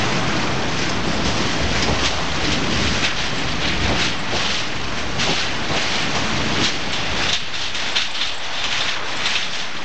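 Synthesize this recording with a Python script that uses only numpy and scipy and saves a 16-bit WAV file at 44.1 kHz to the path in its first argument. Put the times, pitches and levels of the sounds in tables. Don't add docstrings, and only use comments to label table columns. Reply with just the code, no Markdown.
import sys
import numpy as np
from scipy import signal
from scipy.fft import rfft, irfft, next_fast_len
from scipy.io import wavfile
from scipy.ndimage import uniform_filter1d

SR = 44100
rng = np.random.default_rng(int(sys.argv[2]) if len(sys.argv) > 2 else 0)


def store_wav(level_fs):
    pcm = np.round(np.clip(np.atleast_2d(level_fs), -1, 1) * 32767)
    wavfile.write(sys.argv[1], SR, pcm.T.astype(np.int16))


N = 433944


def amp(db):
    return 10 ** (np.asarray(db) / 20)


def evened(x):
    return x / np.sqrt(np.mean(x ** 2) + 1e-20)


def curve(rows, axis):
    rows = np.array(rows)
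    return np.interp(np.arange(N) / SR, rows[:, 0], rows[:, axis])


def add(mix, start_s, sound):
    part = mix[round(start_s * SR):][:len(sound)]
    part += sound[:len(part)]


def shaped(x, spectrum):
    point_hz, point_db = np.transpose(spectrum)
    size = next_fast_len(len(x))
    hz = np.fft.rfftfreq(size, 1 / SR) + 1
    gain_db = np.interp(np.log(hz), np.log(point_hz), point_db, left=-90, right=-90)
    return irfft(rfft(x, size) * amp(gain_db), size)[:len(x)]


def colour(x, spectrum):
    return evened(shaped(x, spectrum))


def patchy(size, patchy_db, flicker_db):
    hop = size // 4
    frames, bins = N // hop + 6, size // 2 + 1
    real, imaginary, patches = rng.standard_normal((frames, bins, 3)).T
    patches = uniform_filter1d(patches, size=10, axis=0)
    patches = evened(uniform_filter1d(patches, size=12, axis=1))
    flicker = evened(uniform_filter1d(rng.standard_normal(frames), size=5))
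    spectra = (real + 1j * imaginary) * amp(patchy_db * patches + flicker_db * flicker)
    return signal.istft(spectra, nperseg=size, noverlap=size - hop)[1][:N]


def ring(hz, db, t60):
    t = np.arange(round(.06 * SR)) / SR
    return amp(db - 60 * t / t60) * np.sin(2 * np.pi * hz * t)


# time_s, rumble of the span level_db, its deep boom level_db,
# roar of the rails level_db
ROLLING_LEVELS = [(0, -25.5, -39, -26.5), (0.45, -23.5, -34.0, -27.0), (0.7, -27, -35.5, -29.5),
                  (1.1, -25, -31.5, -29), (1.4, -24.5, -33.5, -27.5), (1.75, -25.5, -26.5, -29),
                  (2.1, -27, -31, -25.5), (2.8, -22, -27.5, -28), (3.1, -27.5, -33, -26),
                  (3.85, -22.5, -26.5, -28.0), (4.4, -28.5, -37, -25), (4.65, -31.5, -37, -28.5),
                  (5.1, -27, -32, -29.5), (5.4, -28, -32.5, -26), (6.05, -25.5, -35, -26),
                  (6.63, -21, -28.5, -26.5), (6.68, -27, -31, -26), (7.3, -26.5, -30.5, -24),
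                  (7.37, -34.5, -35, -30), (8, -33, -39.5, -26.5), (8.4, -37.5, -40, -26.5),
                  (9, -33, -38, -24.5), (9.84, -33.5, -39.5, -29)]
# pitch_hz, relative level_db (per Hz)
BOOM_TONE = [(18, -13.5), (30, -1), (50, 1), (69, 5), (90, 1.5), (130, -14)]
RUMBLE_TONE = [(60, -35), (100, 1), (150, 2), (210, 1), (300, -1), (420, -7), (800, -23.5)]
ROAR_TONE = [(200, -24), (400, -7.5), (700, 2), (1100, 1.5), (1600, -3.5), (2600, -18)]


def rolling():
    boom = colour(patchy(size=2048, patchy_db=2.0, flicker_db=0.5), BOOM_TONE)
    drive = patchy(size=1024, patchy_db=0.96, flicker_db=0.5)
    rumble = colour(drive, RUMBLE_TONE)
    roar = colour(drive, ROAR_TONE)
    out = amp(curve(ROLLING_LEVELS, axis=2)) * boom
    out += amp(curve(ROLLING_LEVELS, axis=1)) * rumble
    return out + amp(curve(ROLLING_LEVELS, axis=3)) * roar


# time_s, wagons level_db, scrape of the wheels level_db, treble hiss level_db
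STEADY_CLATTER = [(0, -29.5, -31.5, -34), (1, -32.5, -33, -38), (2.3, -28.5, -28, -32),
                  (3.5, -30.5, -35.0, -39), (4.2, -26.5, -29.0, -36.5), (5.1, -31.5, -32.5, -36.5),
                  (5.6, -26.5, -28, -34), (6.3, -26, -27.0, -32), (7.1, -25.5, -25.5, -32),
                  (8.3, -29, -34.5, -45.5), (9, -30.5, -35.5, -49), (9.84, -28.5, -32, -36.5)]
# start_s, hold_s, wagons level_db, scrape level_db,
# treble level_db, rise_db_per_s (the climb ahead of start_s)
SWELL_BURSTS = [(0, 0.129, -34, -34, -38, 50), (0.318, 0.078, -34, -35.5, -42.5, 205),
                (0.794, 0.033, -28.5, -32.5, -33, 210), (1.079, 0.06, -36, -39.5, -37.5, 209),
                (1.256, 0.029, -35.0, -30, -30, 900.5), (1.352, 0.1746, -33, -33.5, -35.5, 209.5),
                (1.752, 0.081, -29, -33.5, -34, 209), (2.044, 0.026, -26, -24.5, -28, 208.5),
                (2.44, 0.123, -28.5, -26.5, -33.5, 896.5), (2.729, 0.266, -27.5, -27.0, -30.5, 210.5),
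                (3.055, 0.014, -21.5, -21, -28.5, 211), (3.183, 0.078, -25, -22.5, -29.5, 208),
                (3.374, 0.04, -26, -27, -32, 210), (3.492, 0.031, -28, -25.5, -32, 210.5),
                (3.617, 0.109, -25.5, -24, -34, 900), (3.827, 0.0788, -25.5, -27, -33.5, 208.5),
                (4.013, 0.056, -22.5, -21, -25.5, 210), (4.35, 0.228, -25.5, -22, -28, 208.5),
                (4.983, 0.009, -30.0, -32, -35, 211), (5.199, 0.239, -23.5, -20.5, -26.5, 898.5),
                (5.765, 0.0718, -24.5, -23.5, -27.5, 210), (5.921, 0.0923, -25, -25, -31, 210),
                (6.154, 0.007, -27, -28.5, -29, 901), (6.651, 0.0356, -22.0, -19.5, -24, 211.5),
                (6.925, 0.0096, -35, -25.5, -32, 898), (7.198, 0.098, -22.5, -25.5, -28, 211),
                (7.333, 0.015, -27.5, -16.5, -27.5, 896.5), (7.541, 0.114, -28.5, -22.5, -28.5, 903),
                (7.754, 0.14, -26, -23.5, -29.5, 901), (7.962, 0.074, -21, -16, -25, 899.5),
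                (8.15, 0.13, -22, -17.5, -27, 903), (8.439, 0.013, -26, -23.5, -30, 210.5),
                (8.545, 0.106, -26, -23.0, -30, 209), (8.72, 0.16, -21, -22.5, -26.5, 214.5),
                (8.889, 0.0082, -21, -22, -30, 896), (9.062, 0.143, -27, -27.0, -32.5, 206),
                (9.26, 0.16, -20, -19.5, -25, 299.5), (9.543, 0.065, -23.5, -22.5, -27, 210)]
SWELL_FALL_DB_PER_S = 105


def rattling_db(axis):
    t, rows = np.arange(0, N / SR, .004), np.array(SWELL_BURSTS)
    start, hold, rise = rows[:, :1], rows[:, 1:2], rows[:, -1:]
    db = rows[:, axis + 1:axis + 2]
    db = db - rise * np.maximum(start - t, 0)
    db = db - SWELL_FALL_DB_PER_S * np.maximum(t - start - hold, 0)
    swells = np.interp(np.arange(N) / SR, t, (amp(db) ** 2).sum(axis=0))
    steady = amp(curve(STEADY_CLATTER, axis=axis)) ** 2
    return 10 * np.log10(swells + steady)


# pitch_hz, relative level_db (per Hz)
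BODY_TONE = [(800, -7), (1400, 5.5), (1900, 8.5), (2500, 7.5), (3000, -13), (4000, -71)]
SCRAPE_TONE = [(2000, -37.5), (2700, 6), (3200, 8.5), (3800, 5), (4400, 2.5), (5000, -10.5), (6000, -25)]
TREBLE_TONE = [(3500, -26.5), (4800, 1), (5600, 1.5), (6500, 0), (7300, -4.5), (8200, -16.5)]
TOP_TONE = [(6500, -9), (7300, -3), (8000, -0.5), (8500, -4), (8900, -5.5), (9400, -9)]
KNOCKS_PER_S, KNOCK_SPREAD_DB = 2500, 1.5
KNOCK_SHARE_DB = -11
TOP_SHARE_DB = -9


def clatter():
    strengths = amp(KNOCK_SPREAD_DB * np.minimum(rng.exponential(1, N), 5))
    strengths = strengths * (rng.random(N) < KNOCKS_PER_S / SR)
    parts_hz = np.geomspace(1100, 6500, num=60)
    part, knocks = rng.integers(0, len(parts_hz), N), np.zeros(N)
    for k, hz in enumerate(parts_hz):
        part_ring = np.sqrt(hz) * ring(hz, 0, .02)[:1500]
        knocks += signal.oaconvolve(strengths * (part == k), part_ring)[:N]
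    hiss = evened(patchy(size=256, patchy_db=1.0, flicker_db=1.0))
    rattle = hiss + amp(KNOCK_SHARE_DB) * evened(knocks)
    out = np.zeros(N)
    for axis, tone in enumerate((BODY_TONE, SCRAPE_TONE, TREBLE_TONE), start=1):
        out += amp(rattling_db(axis)) * colour(rattle, tone)
    top = colour(patchy(size=256, patchy_db=2.0, flicker_db=0.5), TOP_TONE)
    return out + amp(rattling_db(axis=3) + TOP_SHARE_DB) * top


# start_s, peak level_db, centre pitch_hz, brightness level_db (treble before peak scaling)
CLANK_BLOWS = [(0.8934, -18.0, 5700, -6.5), (1.257, -22.5, 3190, -11), (1.822, -11.5, 5040, -4.5),
               (2.059, -9.5, 3820, -2), (2.4433, -13.5, 4780, -16.5), (2.5178, -10, 3420, -3.5),
               (2.848, -12.5, 3260, -14.5), (3.039, -8, 3100, -7), (3.6157, -16.5, 3560, -6),
               (3.676, -14, 4260, -12.5), (3.841, -14.5, 3800, -6.5), (4.014, -11, 3540, -18),
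               (5.197, -19.5, 3260, -17), (5.731, -17, 3500, -9), (6.1542, -14.5, 3220, -5),
               (6.6393, -5, 4230, -12.5), (6.9289, -6.5, 3140, -10.5), (7.232, -14.5, 4600, -6.5),
               (7.2866, -6, 3590, -11), (7.3297, -3, 3750, -2.5), (7.54, -13, 3740, -5),
               (7.61, -10.5, 3520, -8), (7.746, -6.5, 3170, -6), (7.9633, -3.0, 3680, -21),
               (8.0143, -4, 3380, -5), (8.1452, -13.5, 3640, -17), (8.2117, 0, 3720, -18),
               (8.5773, -10.5, 3600, -20), (8.6388, -3.5, 3100, -7), (8.7254, -3.5, 2990, -12),
               (8.8059, -3.5, 3720, -13), (8.8886, -8.5, 3560, -10.5), (9.205, -8, 2920, -13),
               (9.255, -4, 3720, -16), (9.3535, -1, 3200, -21.5), (9.426, -6, 3480, -25),
               (9.5308, -12.5, 3570, -15.5), (9.7652, -14.5, 3420, -10.5)]
# pitch_hz, level_db, ring time t60_s
STEEL_MODES = [(1250, 25, 0.47), (1739, -15.5, 0.12), (1915, -8, 0.07), (2140, -7, 0.28), (2626, 0.5, 0.16),
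               (3000, -18.5, 0.14), (2990, -23, 0.22), (3250, -1.5, 0.049), (3560, 1.5, 0.036),
               (3720, 0.5, 0.37), (3890, -2, 0.34), (4100, 5.5, 0.42), (4670, -15, 0.062),
               (5360, -15.5, 0.12), (5300, 4.5, 0.44), (5170, -16.5, 0.051), (6500, -18, 0.23),
               (6460, 1.5, 0.1), (7400, -12.5, .08)]
RATTLE_S = 0.027
FOCUS_DB_PER_OCTAVE = 32
RING_SHARE, LONGEST_RING_S = 0.21, 0.036
CRASH_DB = -4
FIRST_CONTACT = 0.34


def clanks():
    out, t = np.zeros(N), np.arange(round(.12 * SR)) / SR
    for start_s, peak_db, centre_hz, bright_db in CLANK_BLOWS:
        fade = np.minimum(t / .0012, 1) * np.exp(-t / RATTLE_S)
        fade *= 1 + FIRST_CONTACT * np.exp(-t / .004)
        grit, crack = rng.standard_normal((2, len(t)))
        modes = 0
        for hz, mode_db, t60 in STEEL_MODES:
            focused_db = mode_db - FOCUS_DB_PER_OCTAVE * abs(np.log2(hz / centre_hz))
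            modes = modes + ring(hz, focused_db, min(RING_SHARE * t60, LONGEST_RING_S))
        rung = signal.fftconvolve(grit * fade, modes)[:len(t)] / np.linalg.norm(modes)
        bump = [(.4 * centre_hz, -25), (.8 * centre_hz, -8), (centre_hz, 0),
                (1.25 * centre_hz, -8), (2 * centre_hz, -25)]
        crash = rung + amp(CRASH_DB) * fade * colour(grit, bump)
        crash += amp(bright_db) * fade * colour(crack, TREBLE_TONE)
        add(out, start_s, amp(peak_db) * crash / abs(crash).max())
    return out


# start_s, peak level_db, length_s (from the start to the fade)
JOINT_THUMPS = [(1.871, -9, .045), (3.872, -8.5, .05), (4.318, -9, .04), (5.262, -6.5, 0.052),
                (5.69, -7.5, .07), (6.136, -12, 0.023)]
# pitch_hz, relative level_db (per Hz)
THUD_TONE = [(60, -5), (130, 0.5), (220, -1.5), (400, -3.5), (800, -3), (1100, -10.5), (1500, -25)]
THUMP_RISE_S, THUMP_FADE_S = .015, 0.032


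def thumps():
    out, t = np.zeros(N), np.arange(round(.2 * SR)) / SR
    for start_s, peak_db, length_s in JOINT_THUMPS:
        fade = np.exp(-np.maximum(t - length_s, 0) / THUMP_FADE_S)
        shape = np.minimum(t / THUMP_RISE_S, 1) * fade
        shake = shape * colour(rng.standard_normal(len(t)), THUD_TONE)
        add(out, start_s, amp(peak_db) * shake / abs(shake).max())
    return out


SING_FROM_S, SING_SHARE_DB = 6.85, -7
SING_HZ, SING_HZ_PER_DB, SING_MID_DB = 3544, 18, -22.5


def singing():
    scrape_db = rattling_db(axis=2)
    pitch_hz = SING_HZ + SING_HZ_PER_DB * (scrape_db - SING_MID_DB)
    turn = np.exp(2j * np.pi * np.cumsum(pitch_hz) / SR)
    pole = np.exp(-np.pi * 350. / SR)
    noise = [1, 1j] @ rng.standard_normal((2, N))
    slow = signal.lfilter([1], np.convolve([1, -pole], [1, -pole]), noise)
    sounding = np.clip((np.arange(N) / SR - SING_FROM_S) / .1, 0, 1)
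    return amp(scrape_db + SING_SHARE_DB) * sounding * evened((turn * slow).real)


# start_s, level_db (of the noise before its rise and fade)
HIGH_TICKS = [(0.8899, -36), (1.067, -35), (1.1313, -32.0), (1.8238, -37), (2.5187, -34), (2.8429, -33),
              (3.3787, -27), (4.0362, -41), (4.1904, -26.5), (6.0387, -33.0), (6.6403, -29),
              (6.9192, -26.5), (7.7458, -27), (7.9179, -26), (8.109, -24.5), (8.2696, -26), (8.3404, -24.5),
              (8.3764, -26), (9.1631, -25), (9.2569, -23)]
TICK_HZ = 7450


def ticks():
    out, t, hz = np.zeros(N), np.arange(round(.05 * SR)) / SR, TICK_HZ
    band = [(.85 * hz, -25), (.97 * hz, -3), (1.03 * hz, 0), (1.15 * hz, -6), (1.3 * hz, -25)]
    shape = np.minimum(t / .003, 1) * np.exp(-t / 0.017)
    for start_s, level_db in HIGH_TICKS:
        puff = colour(rng.standard_normal(len(t)), band)
        add(out, start_s, amp(level_db) * puff * shape)
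    return out


SENSE_HZ, SENSE_S, THRESHOLD_DB = 1490, 0.026, -22.5
FALL_PER_S, RECOVER_S = 21.5, 1
STEP = 441


def gain_control(x):
    heard = signal.sosfilt(signal.butter(4, SENSE_HZ, "high", fs=SR, output="sos"), x)
    power = (heard[:N // STEP * STEP].reshape(-1, STEP) ** 2).mean(axis=1)
    dt = STEP / SR
    keep, felt, gain_db, gains = np.exp(-dt / SENSE_S), 1e-9, 0., []
    for p in power:
        gains.append(gain_db)
        felt = keep * felt + (1 - keep) * p * amp(gain_db) ** 2
        over_db = max(10 * np.log10(felt) - THRESHOLD_DB, 0)
        gain_db = min(gain_db - dt * (gain_db / RECOVER_S + FALL_PER_S * over_db), 0)
    return x * amp(np.interp(np.arange(N), np.arange(len(gains)) * STEP, gains))


def scene():
    return (rolling() + clatter() + singing() + clanks() + ticks() + thumps())[None]


# pitch_hz, level_db
CAPSULE_RESPONSE = [(10, 0), (6000, 0), (7500, -5), (8300, -12), (8900, -26), (9400, -50)]
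EDGE_HZ = 9050
OFFSET = -.0688


def record(dry):
    captured = gain_control(shaped(dry[0], CAPSULE_RESPONSE))[None]
    edge = signal.firwin(511, EDGE_HZ, window=("kaiser", 9), fs=SR)[None]
    return signal.oaconvolve(captured, edge, "same") + OFFSET


dry = scene()
out = record(dry)
store_wav(out)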